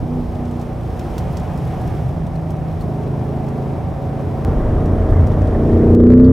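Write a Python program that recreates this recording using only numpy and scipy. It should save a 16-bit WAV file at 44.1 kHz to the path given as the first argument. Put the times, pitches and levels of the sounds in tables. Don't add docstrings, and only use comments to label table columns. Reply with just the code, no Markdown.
import sys
import numpy as np
from scipy import signal
from scipy.fft import rfft, irfft
from scipy.io import wavfile
from scipy.ndimage import uniform_filter1d, minimum_filter1d

SR = 44100
rng = np.random.default_rng(int(sys.argv[2]) if len(sys.argv) > 2 else 0)


def generate_wav(sig):
    pcm = np.round(np.clip(np.atleast_2d(sig).T, -1, 1) * 32767).astype(np.int16)
    wavfile.write(sys.argv[1], SR, pcm)


N = 278712
TIME = np.arange(N) / SR

# frequency in Hz, relative density in dB.
HISS_SHAPE = [(2500, 5), (3200, 5.5), (4500, -0.5), (5500, 1.5), (6800, -4.5), (8500, -5), (10700, -6),
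              (11200, -7), (11850, -5), (12150, -4), (12500, -9.5), (13000, -9), (15800, -11.5)]
THUD_SHAPE = [(18, -14.5), (40, 7.5), (65, -11.5), (110, -14), (220, -8.5)]
FLOOR_BOOM_SHAPE = [(75, -16), (90, 0), (105, -2), (120, 0), (138, -16)]
FRONT_TYRE_SHAPE = [(170, -3), (260, -1), (370, 0), (490, -4), (630, 0), (690, -4), (750, 0.5), (820, -7.5),
                    (900, -9), (1100, -13.5), (1400, -19.5), (1900, -23.5), (2400, -27.5), (3100, -39),
                    (4500, -46)]
CABIN_TYRE_SHAPE = [(120, -0.5), (250, -8.5), (450, 3.5), (620, 4), (760, -16.5), (880, -12), (1200, -9.5),
                    (1500, -18.5), (1900, -19.5), (2400, -39), (3100, -33), (4500, -45.5), (7000, -48.5),
                    (12000, -58.5)]
RATTLE_SHAPE = [(3000, -10), (3600, 0), (4500, 0), (5200, -13), (7000, -13)]
BUFFET_SHAPE = [(10, 1.5), (22, 2), (40, 11), (60, -4.5), (120, -2.5), (200, -22.5), (400, -23.5),
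                (900, -30)]
WIND_BOOM_SHAPE = [(50, -27.5), (72, -4), (88, 4.5), (104, -16), (135, -18)]
BURBLE_SHAPE = [(15, -23), (28, -12.5), (45, -6), (65, 1), (100, 0.5), (135, 1.5), (175, -3.5), (225, -12),
                (320, -34), (600, -51)]
SCRUB_SHAPE = [(350, 5), (480, 1.5), (650, -1.5), (760, 2), (850, -2.5), (1100, -9), (1500, -15.5),
               (2400, -22), (4000, -41)]
TICK_SHAPES = [
    [(1500, -7), (3000, -2), (4000, -1.5), (4800, -11)],
    [(4800, 1.5), (5600, 4), (8500, -2.5), (9500, -25)],
    [(9500, 1), (13000, -3), (16000, -6)],
]

# time in seconds, level in dB.
FLOOR_BOOM_LEVELS = [(0.5, -36), (2.3, -33), (2.95, -29), (3.6, -29), (4.2, -29.5), (5.0, -30)]
CABIN_ROAD_LEVELS = [(4.45, -28.7), (5.2, -28.3), (5.6, -29.5), (6.0, -30.7), (6.3, -27)]
# centre in seconds, half length in seconds, level in dB.
BUMPS = [(0.037, 0.02, -19.5), (0.197, 0.12, -30), (2.842, 0.035, -27), (4.389, 0.046, -35)]
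# start in seconds, end in seconds, strength 0-1.
SCRUBS = [(.3, .8, 0.32), (.92, 2.05, 0.87)]
# start in seconds, end in seconds, pitch in Hz, level in dB.
TYRE_SONGS = [(1.35, 1.946, 749, -38), (4.016, 4.449, 540, -36), (4.6, 5.9, 723, -42.5),
              (4.847, 5.931, 647, -31.5), (5.401, 5.9, 575, -34)]
# start in seconds, then body, ring and bright edge levels in dB.
TICKS = [(0.4534, -54.5, -56.5, -68.5), (0.5112, -57, -55, -61), (0.596, -60, -56, -64.5),
         (0.6135, -57, -52, -57), (0.9938, -47.5, -49.5, -52), (1.1808, -41.5, -42.5, -43.5),
         (1.326, -64, -59, -55), (1.37, -46, -43, -51.5), (1.398, -56, -56, -61.0),
         (1.575, -57, -56, -53.0), (1.674, -57, -60, -56), (1.814, -62, -59, -57), (1.873, -56.0, -56, -55),
         (2.2666, -57, -58, -60), (2.3548, -57, -60, -63.0), (2.5041, -58, -54, -54),
         (2.8084, -61, -57, -53.5), (2.82, -60, -60, -65), (3.487, -65, -55.5, -60), (4.857, -58, -53, -60),
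         (5.105, -57.5, -63, -58), (5.2072, -63, -60, -74.5), (5.2405, -61, -61, -76),
         (5.2701, -57, -53, -56), (5.3175, -51, -60, -73.5), (5.4186, -61, -59, -74.0),
         (5.4717, -52, -55, -68)]
# centre in seconds, half length in seconds, pitch in Hz, level in dB.
CREAKS = [(2.361, .003, 4200, -49), (2.816, .006, 4200, -46), (2.885, 0.025, 580, -31),
          (5.132, .012, 1770, -38), (5.17, 0.035, 1910, -43), (5.445, .012, 1680, -42),
          (5.552, 0.0088, 1768, -36.5), (5.82, .016, 1790, -42)]
# time in seconds, level in dB.
CLICKS = [(4.4491, -16.5), (5.95, -19)]
CRACKLES = [(6.004, -19), (6.038, -20), (6.070, -22), (6.104, -16.5), (6.121, -21), (6.124, -20),
            (6.137, -18), (6.179, -20.5), (6.200, -18), (6.210, -22)]
# centre in seconds, half length in seconds, buffet in dB, boom in dB.
GUSTS = [(4.517, 0.04, -46, -30), (4.655, 0.044, -23, -21), (4.9, 0.13, -34, -25),
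         (5.119, 0.015, -14.5, -17), (5.234, 0.041, -33, -7), (5.435, 0.0073, -21, -11.5),
         (5.75, 0.035, -38, -16), (5.926, .04, -33, -16)]

# time in seconds, cycle rate in Hz (a cycle: two crank turns, eight firings).
FRONT_REVS = [(0.0, 29.3), (0.05, 29.6), (0.15, 31.2), (0.29, 29.5), (0.41, 30.2), (0.7, 29.7),
              (1.05, 29.47), (1.29, 28.95), (1.51, 27.87), (2.29, 27.2), (2.39, 26.55), (2.78, 26.42),
              (3.2, 26.94), (3.57, 27.23), (3.98, 27.88), (4.44, 28.12)]
CABIN_REVS = [(4.46, 29.5), (4.874, 28.52), (5.148, 28.45), (5.434, 28.47), (5.998, 29.69), (6.106, 30.54),
              (6.2, 31.45), (6.32, 32.33)]
# start in seconds, end in seconds, strength 0-1.
PRESSES = [(.08, .24, 0.82), (.37, .65, 0.49), (2.8, 3.76, 0.99), (4.0, 6.0, 0.85)]
OVERRUNS = [(1.12, 2.33, 0.92)]
# centre in seconds, half length in seconds, boost in dB.
GURGLES = [(1.22, 0.034, 5.5), (1.385, 0.027, 4.5), (1.58, 0.03, 2), (1.88, 0.028, 3.5),
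           (2.067, 0.052, 3.5), (2.254, 0.028, 2.5)]
# time in seconds, load level in dB.
CABIN_SURGE = [(4.45, -36), (4.85, -29.5), (5.35, -33.5), (5.7, -21), (6.05, -14.8), (6.32, -18)]
# centre in Hz, width in Hz, gain in dB.
BODY_MODES = [(58.4, 2.9, -.5), (137.5, 10.5, 0), (157.5, 11, 2.5), (245, 12.5, 5), (326, 20, -2)]
CABIN_MODES = [(251, 15.5, 10.3)]
# multiple of the cycle rate, relative dB at light throttle, relative dB at open throttle.
FRONT_ORDERS = [(3, 7, 1), (4, 2, -7), (7, -10, -15), (10, -6, -5), (12, -4, -19), (13, -10, -4.5),
                (14, -12, -11), (15, -8.5, -4.5), (16, -14, -3.5), (17, -16, -17), (19, -11, -14.5),
                (20, -20, -17), (21, -20, -20), (23, -22, -17), (24, -11, -11), (25, -12, -20),
                (26, -12, -16), (27, -10, -9), (28, -20, -19)]
CABIN_ORDERS = [(1, -10.5, -6.5), (2, -15, -3), (3, -5.5, 1.5), (4, -14, -1), (5, -15.5, -1.5),
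                (6, -4.5, -4), (7, -10.5, -2), (9, -18.5, -14), (10, -7, -16), (11, -2, -6),
                (12, -7.5, -10.5), (13, -6, -13), (14, -5, -0.5), (15, -10, -18), (16, -6.5, -21),
                (17, -15, -18), (18, -17, -31.5), (19, -21, -16), (20, -26, -38), (22, -28, -29),
                (25, -24, -36)]
BODY_ORDERS = [(2, 10, 4), (5, 7.5, 8.5), (6, 12.3, 4.8), (8, 3.5, 8.3), (9, -3, -5.5), (11, .5, 3.5)]
# multiple of the cycle rate, level in dB.
CABIN_DRONE = [(2, -25), (4, -27), (5, -35), (6, -32), (7, -36), (9, -31), (11, -41), (14, -42), (16, -41)]


def undb(db):
    return 10 ** (np.asarray(db) / 20)


def unit_rms(x):
    return x / np.sqrt(np.mean(x ** 2))


def curve(rows):
    return np.interp(TIME, *np.transpose(rows))


def holds(rows, ramp_s):
    return sum(strength * np.clip(np.minimum(TIME - start_s, end_s - TIME) / ramp_s + .5, 0, 1)
               for start_s, end_s, strength in rows)


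def swell(centre_s, half_s):
    return np.exp(-((TIME - centre_s) / half_s) ** 2)


def walk(rate_hz):
    steps = rng.standard_normal(2048)
    path = np.interp(TIME * rate_hz, np.arange(len(steps)), steps)
    return unit_rms(uniform_filter1d(path, int(SR / rate_hz / 2)))


def colour(x, shape):
    hz, db = np.transpose(shape)
    octave = np.log2(np.maximum(np.arange(N // 2 + 1) * SR / N, 1))
    beyond = np.abs(octave - np.clip(octave, np.log2(hz[0]), np.log2(hz[-1])))
    gain = undb(np.interp(octave, np.log2(hz), db) - 24 * beyond)
    return unit_rms(irfft(rfft(x) * gain, N))


def stereo_noise(shape, side_db):
    mid, side = (colour(rng.standard_normal(N), shape) for _ in range(2))
    side = signal.sosfilt(signal.butter(2, 7500, fs=SR, output="sos"), side)
    return mid + undb(side_db) * side * np.array([[1], [-1]])


def resonance(hz, modes):
    return np.sqrt(sum(undb(db) ** 2 / (1 + (2 * (hz - centre_hz) / width_hz) ** 2)
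                       for centre_hz, width_hz, db in modes))


def air_hiss(scrub, grit_per_s=28, grit_decay_s=0.0028):
    hits = rng.random(N) < grit_per_s / SR
    specks = hits * undb(4.5 * np.minimum(rng.exponential(size=N), 3))
    grit = signal.lfilter([1], [1, -np.exp(-1 / (grit_decay_s * SR))], specks)
    level_db = -56 + 4 * scrub + 0.44 * walk(8.4)
    return undb(level_db) * (1 + 0.26 * grit) * stereo_noise(HISS_SHAPE, side_db=-10)


def road_rumble(steady_db=-38.5):
    bumps = sum(undb(db) * swell(centre_s, half_s) for centre_s, half_s, db in BUMPS)
    thuds = (undb(steady_db) + bumps) * stereo_noise(THUD_SHAPE, side_db=-9)
    boom = undb(curve(FLOOR_BOOM_LEVELS)) * stereo_noise(FLOOR_BOOM_SHAPE, side_db=-12)
    return thuds + boom


def tyre_roar(cycles, level_db, shape, throb, side_db):
    return undb(level_db) * (1 + throb * np.cos(2 * np.pi * cycles)) * stereo_noise(shape, side_db)


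def tyre_scrub(scrub, level_db=-32, drift=.02):
    noise = stereo_noise(SCRUB_SHAPE, side_db=-13)
    warped_s = TIME + np.cumsum(drift * walk(5)) / SR
    sliding = np.array([np.interp(warped_s, TIME, channel, period=TIME[-1]) for channel in noise])
    return undb(level_db + 1.3 * walk(9.43)) * scrub * sliding


def tyre_song(waver=0.00499, flutter=0.32):
    warped_s = np.cumsum(1 + waver * walk(25)) / SR
    notes = sum(holds([(start_s, end_s, undb(db))], ramp_s=0.13) * np.sin(2 * np.pi * hz * warped_s)
                for start_s, end_s, hz, db in TYRE_SONGS)
    return notes * (1 + flutter * walk(23))


def trim_ticks(decay_s=0.011, snap_s=0.0034):
    bands = np.zeros((len(TICK_SHAPES), N))
    for start_s, *band_db in TICKS:
        start = int(start_s * SR)
        age_s = TIME[:min(SR // 10, N - start)]
        envelope = np.exp(-age_s / decay_s) + 0.8 * np.exp(-age_s / snap_s)
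        bands[:, start:start + len(age_s)] += np.outer(undb(band_db), envelope)
    return sum(band * stereo_noise(shape, side_db=-10) for band, shape in zip(bands, TICK_SHAPES))


def trim_creaks(waver=.075):
    warped_s = np.cumsum(1 + waver * walk(300)) / SR
    return sum(undb(db) * swell(centre_s, half_s) * np.sin(2 * np.pi * hz * warped_s)
               for centre_s, half_s, hz, db in CREAKS)


def panel_rattle(start_s=6.244, decay_s=.016, level_db=-47):
    age_s = TIME - start_s
    envelope = (age_s > 0) * np.exp(-np.abs(age_s) / decay_s)
    return undb(level_db) * envelope * colour(rng.standard_normal(N), RATTLE_SHAPE)


def step_clicks(relax_s=.001):
    return sum(undb(db) * (TIME >= at_s) * np.exp(-np.abs(TIME - at_s) / relax_s) for at_s, db in CLICKS)


def crackles(half_width_s=.00023, roundness=.88):
    halves_s = half_width_s * rng.uniform(.8, 1.2, len(CRACKLES))
    return sum(undb(db) * np.maximum(0, 1 - ((TIME - centre_s) / half_s) ** 2) ** roundness
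               for (centre_s, db), half_s in zip(CRACKLES, halves_s))


def window_wind(steady_buffet_db=-23, steady_boom_db=-20.5):
    buffet_gain, boom_gain = undb(steady_buffet_db), undb(steady_boom_db)
    for centre_s, half_s, buffet_db, boom_db in GUSTS:
        gust = swell(centre_s, half_s)
        buffet_gain += undb(buffet_db) * gust
        boom_gain += undb(boom_db) * gust
    buffet = stereo_noise(BUFFET_SHAPE, side_db=-48.5)
    mode_hz = 88 + 7 * walk(22)
    ringing = np.sin(2 * np.pi * np.cumsum(mode_hz) / SR)
    boom = ringing + 0.73 * stereo_noise(WIND_BOOM_SHAPE, side_db=-47)
    return buffet_gain * buffet + boom_gain * boom


def crank(cycle_hz, jitter_cycles, stumble_cycles=0):
    return np.cumsum(cycle_hz) / SR + jitter_cycles * walk(30) + stumble_cycles * walk(11)


def burble(cycles, cycle_hz, throttle, overrun, smooth_above_hz=28.5):
    strengths = np.tanh(1.4 * rng.standard_normal(4096))
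    firings = np.flatnonzero(np.diff(np.floor(8 * cycles)) > 0)
    pulses = np.zeros(N)
    pulses[firings] = strengths[:len(firings)]
    level_db = -26.5 - 7 * throttle + 3 * overrun - 2 * np.maximum(cycle_hz - smooth_above_hz, 0)
    gurgle_db = sum(db * swell(centre_s, half_s) for centre_s, half_s, db in GURGLES)
    road = stereo_noise(BURBLE_SHAPE, side_db=-11.5)
    return undb(level_db + gurgle_db) * (0.78 * colour(pulses, BURBLE_SHAPE) + 0.58 * road)


def order_gains(orders, throttle, load_db):
    return {round(order): undb(light_db + throttle * (open_db - light_db) + load_db)
            for order, light_db, open_db in orders}


def exhaust(cycles, gains, roughness, spread):
    out = np.zeros((2, N))
    for order, gain in gains.items():
        waver = roughness * np.sqrt(order / 10)
        phase = 2 * np.pi * (order * cycles + rng.random())
        tone = (1 + waver * walk(14)) * np.sin(phase) + waver * walk(15) * np.cos(phase)
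        tone *= np.sqrt(2 / (1 + 2 * waver ** 2))
        pan = spread * min(order / 20, 1.2) ** 2 * rng.uniform(-0.6, 1)
        out += gain * tone * (1 + pan * np.array([[1], [-1]]))
    return out


def front_exhaust(cycles, cycle_hz, throttle, overrun, coast_db=-40):
    load_db = coast_db + 6.5 * throttle - 0.5 * overrun
    gains = order_gains(FRONT_ORDERS, throttle, load_db)
    for order, gain in order_gains(BODY_ORDERS, throttle, load_db).items():
        gains[order] = gain * resonance(order * cycle_hz, BODY_MODES)
    for step, order in enumerate(range(29, 44)):
        gains[order] = undb(load_db - 20 - 0.5 * step)
    return exhaust(cycles, gains, roughness=0.1, spread=0.45)


def cabin_exhaust(cycles, cycle_hz):
    load_db = curve(CABIN_SURGE)
    throttle = curve([(6.03, 0), (6.17, 1)])
    gains = order_gains(CABIN_ORDERS, throttle, load_db)
    gains[8] = undb(load_db) * resonance(8 * cycle_hz, CABIN_MODES)
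    for order, db in CABIN_DRONE:
        gains[round(order)] = np.hypot(gains[round(order)], undb(db))
    return exhaust(cycles, gains, roughness=0.11, spread=.03)


def windscreen():
    cycle_hz = curve(FRONT_REVS)
    throttle = holds(PRESSES, ramp_s=0.11)
    scrub = holds(SCRUBS, ramp_s=0.25)
    overrun = holds(OVERRUNS, ramp_s=0.28)
    cycles = crank(cycle_hz, jitter_cycles=0.0008, stumble_cycles=0.027 * overrun)
    mix = front_exhaust(cycles, cycle_hz, throttle, overrun)
    mix += burble(cycles, cycle_hz, throttle, overrun) + road_rumble()
    tyre_db = -33 + 0.6935 * TIME + 0.17 * throttle + 0.38 * walk(12)
    mix += tyre_roar(cycles, tyre_db, FRONT_TYRE_SHAPE, throb=0.09, side_db=-8.5)
    mix += tyre_scrub(scrub) + tyre_song() + air_hiss(scrub) + trim_ticks()
    return mix * undb([[-.5], [.5]])


def cabin():
    cycle_hz = curve(CABIN_REVS)
    cycles = crank(cycle_hz, jitter_cycles=0.0014)
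    mix = cabin_exhaust(cycles, cycle_hz) + window_wind()
    return mix + tyre_roar(cycles, curve(CABIN_ROAD_LEVELS), CABIN_TYRE_SHAPE, throb=0.13, side_db=-45.5)


def scene():
    cabin_in_s, front_out_s, fade_s = 4.4493, 5.951, .004
    front_on = np.clip((front_out_s - TIME) / fade_s, 0, 1)
    cabin_on = np.clip((TIME - cabin_in_s) / fade_s, 0, 1)
    drive = windscreen() * front_on + cabin() * cabin_on
    details = trim_creaks() + panel_rattle() + step_clicks() + crackles()
    edge_fade = np.minimum(1, np.minimum(TIME, TIME[-1] - TIME) / fade_s)
    return (drive + details) * edge_fade


def record(dry):
    top_hz = 15850
    headroom = np.minimum(1, 1 / (np.abs(dry).max(axis=0) + 1e-9))
    held = minimum_filter1d(headroom, size=400)
    gain = uniform_filter1d(uniform_filter1d(held, size=200), size=200)
    return signal.sosfilt(signal.ellip(10, .1, 80, top_hz, fs=SR, output="sos"), dry * gain)


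dry = scene()
out = record(dry)
generate_wav(out)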